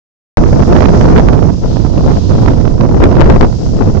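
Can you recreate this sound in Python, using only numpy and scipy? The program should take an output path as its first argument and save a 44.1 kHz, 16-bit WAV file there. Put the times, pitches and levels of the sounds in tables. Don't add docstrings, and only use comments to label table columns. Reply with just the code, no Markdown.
import sys
import numpy as np
from scipy import signal
from scipy.fft import rfft, irfft
from scipy.io import wavfile

SR = 44100
rng = np.random.default_rng(int(sys.argv[2]) if len(sys.argv) > 2 else 0)


def put_to_file(sound):
    columns = np.atleast_2d(sound).T
    safe = np.clip(columns, -1, 1)
    whole_steps = np.round(safe * 32767)
    wavfile.write(sys.argv[1], SR, whole_steps.astype(np.int16))


N = 176400
TIME = np.arange(N) / SR

# time_s, strength_db
GUSTS_LEFT = [(0.381, 13), (.44, -6), (0.592, 2), (0.641, -9.5), (.68, 7.5), (0.861, 0.5), (1.05, 5),
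              (1.15, 7.5), (1.3, -.5), (1.54, -5), (1.591, -14), (1.66, -2.5), (1.9, -11.5), (1.979, -1.5),
              (2.091, 1.5), (2.14, -9.5), (2.22, -9), (2.36, 1), (2.721, -8), (3.049, 8), (3.139, -3),
              (3.23, 12), (3.33, 9), (3.44, 7), (3.53, -16), (3.64, -4.5), (3.73, -4), (3.809, 4.5),
              (3.99, -6)]
GUSTS_RIGHT = [(.38, 6), (.61, 6), (.66, 6), (.76, 14), (.94, 9.5), (1.18, 10), (1.229, 1.5), (1.298, 12),
               (1.5, 5.5), (1.585, -9), (1.76, 0), (1.959, 3), (2.119, 3), (2.23, -0.5), (2.45, 7),
               (2.99, 2.5), (3.039, 12.5), (3.119, 7), (3.35, 9), (3.389, -3.5), (3.438, 8.5),
               (3.479, -0.5), (3.59, -8), (3.73, -1.5), (3.8, -8), (3.86, 1), (3.99, 2.5)]
# peak_s, port (0 left, 1 right), boost_db, fall_width_s
EDDY_SLAPS = [(0.371, 0, 24, 0.0018), (0.371, 1, 20, 0.0018), (0.44, 1, 2, 0.011), (0.469, 0, 10.5, 0.014),
              (0.601, 0, 10, 0.015), (0.625, 1, 11, 0.0077), (0.786, 1, 8.5, 0.0044),
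              (0.808, 1, 1.5, 0.0033), (0.854, 1, 13, 0.0047), (1.016, 1, 7, 0.0089), (1.175, 1, 10, 0.015),
              (1.284, 1, 10, 0.0044), (1.482, 1, -0.5, 0.0044), (1.642, 0, 6, 0.0091),
              (1.769, 1, 7.5, 0.0064), (1.848, 1, 9, 0.0039), (2.039, 1, 7, .010), (2.082, 0, 12, 0.011),
              (2.107, 1, 13, 0.0062), (2.172, 0, 15.5, 0.012), (2.296, 1, 6, 0.016), (2.479, 1, 11.5, .008),
              (2.513, 0, 3.5, 0.0076), (2.658, 1, 4, 0.021), (2.819, 1, 8, 0.018), (3.014, 0, 8, 0.018),
              (3.032, 1, 12, 0.012), (3.21, 0, 11, 0.0068), (3.297, 0, 3.5, 0.0084),
              (3.411, 0, 11.5, 0.004), (3.428, 1, 14, 0.012), (3.81, 0, 7, 0.0083), (3.89, 0, 9.5, 0.0081)]
def wind_strength(port, gusts):
    flutter_db, rise_share = 2.0, 0.48
    wind_db = in_time(gusts) + flutter_db * drift(rate_hz=19.9)
    for peak_s, slapped_port, boost_db, fall_width_s in EDDY_SLAPS:
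        if slapped_port == port:
            width_s = np.where(TIME < peak_s, rise_share, 1) * fall_width_s
            wind_db += boost_db * bell_curve(peak_s, width_s)
    return wind_db


# pitch_hz, relative_density_db
EDDIES_LEFT = [(20, 3.5), (50, -3.5), (110, -2.5), (220, -6), (330, -9.5), (560, -16), (900, -28.5),
               (1800, -46), (3600, -60.5)]
EDDIES_RIGHT = [(20, 1), (55, 2), (100, 3), (220, -6.5), (450, -17), (900, -30.5), (1800, -51),
                (3600, -61.5)]
# pitch_hz, growth_db_per_wind_db
EDDY_GROWTH = [(30, 0.7871), (120, 0.81), (400, 1.1525), (1000, 1.53), (3000, 1.5)]
def buffeting(wind_db, spectrum, level_db):
    burst_spread_db, bursts_above_hz = 8, 557
    bursts_db = burst_spread_db * drift(rate_hz=125)
    edges_hz = 16 * 2 ** np.arange(0, 8.6, .5)
    rumble, power = 0, 0
    for low_hz, high_hz in zip(edges_hz, edges_hz[1:]):
        centre_hz = np.sqrt(low_hz * high_hz)
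        bandpass = signal.butter(3, [low_hz, high_hz], "band", fs=SR, output="sos")
        band = unit_rms(signal.sosfilt(bandpass, rng.standard_normal(N)))
        gain = from_db(at_hz(spectrum, centre_hz)) * np.sqrt(high_hz - low_hz)
        smallness = centre_hz / (centre_hz + bursts_above_hz)
        surge_db = at_hz(EDDY_GROWTH, centre_hz) * wind_db + smallness * bursts_db
        rumble += gain * band * from_db(surge_db)
        power += gain ** 2
    return from_db(level_db) * rumble / np.sqrt(power)


# time_s, level_db
SWISH_LEVEL = [(.38, -37.5), (.65, -35.5), (1.05, -34.5), (1.33, -40), (1.6, -39), (1.75, -38.5),
               (2.0, -39.5), (2.17, -36.5), (2.5, -38.5), (2.78, -42.5), (3.15, -40), (3.6, -37.5),
               (3.8, -38), (4.0, -40.5)]
# pitch_hz, relative_density_db
SWISH_LEFT = [(300, -12.5), (1800, -19), (3000, -9.5), (4400, -3), (5700, 3), (6500, -1), (7300, -11),
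              (8300, -19.5)]
SWISH_RIGHT = [(300, -13), (1800, -12.5), (3000, -5.5), (4300, -3.5), (5000, 5.5), (5800, -9), (7300, -7.5),
               (8300, -16.5)]
# peak_s, width_s, level_db
SWOOPS = [(1.729, 0.071, -41), (2.249, 0.26, -39.5)]
# pitch_hz, relative_density_db
SWOOP_SPECTRUM = [(1500, -25.5), (2800, -1), (4000, 4.5), (5200, 2), (7000, -22.5)]
def swish(spectrum, side_db):
    flicker_db = 0.9
    level_db = in_time(SWISH_LEVEL) + side_db + flicker_db * drift(rate_hz=11)
    hiss = from_db(level_db) * coloured_noise(spectrum)
    swoop_gain = sum(from_db(db) * bell_curve(peak_s, width_s) for peak_s, width_s, db in SWOOPS)
    return hiss + swoop_gain * coloured_noise(SWOOP_SPECTRUM)


def from_db(db):
    return 10 ** (np.asarray(db) / 20)


def unit_rms(x):
    return x / np.sqrt(np.mean(x ** 2) + 1e-20)


def bell_curve(peak_s, width_s):
    return np.exp(-.5 * ((TIME - peak_s) / width_s) ** 2)


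def in_time(points):
    return np.interp(TIME, *np.transpose(points))


def at_hz(points, hz):
    pitch_hz, value = np.transpose(points)
    return np.interp(np.log(np.maximum(hz, 1)), np.log(pitch_hz), value)


def drift(rate_hz):
    hop, settle_steps = 40, 2000
    pole = np.exp(-2 * np.pi * rate_hz * hop / SR)
    noise = rng.standard_normal(N // hop + settle_steps + 2)
    slow = signal.lfilter([1], [1, -2 * pole, pole * pole], noise)[settle_steps:]
    return np.interp(np.arange(N) / hop, np.arange(len(slow)), unit_rms(slow))


def coloured_noise(spectrum):
    hz = np.arange(N // 2 + 1) * SR / N
    shaped = rfft(rng.standard_normal(N)) * from_db(at_hz(spectrum, hz))
    return unit_rms(irfft(shaped, N))


def scene():
    left = buffeting(wind_strength(0, GUSTS_LEFT), EDDIES_LEFT, level_db=-9.5)
    left += swish(SWISH_LEFT, side_db=1)
    right = buffeting(wind_strength(1, GUSTS_RIGHT), EDDIES_RIGHT, level_db=-7.0)
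    right += swish(SWISH_RIGHT, side_db=-1)
    return np.array([left, right])


def record(dry):
    start_s, fade_out_s = .372, .004
    ceiling, hardness = 0.94, 8.5
    coupling_hz, cutoff_hz = 2.6, 8300
    gated = dry * (TIME >= start_s) * np.minimum((TIME[-1] - TIME) / fade_out_s, 1)
    overloaded = gated / (1 + np.abs(gated / ceiling) ** hardness) ** (1 / hardness)
    coupled = signal.sosfilt(signal.butter(1, coupling_hz, "high", fs=SR, output="sos"), overloaded)
    return signal.sosfiltfilt(signal.butter(20, cutoff_hz, fs=SR, output="sos"), coupled)


dry = scene()
out = record(dry)
put_to_file(out)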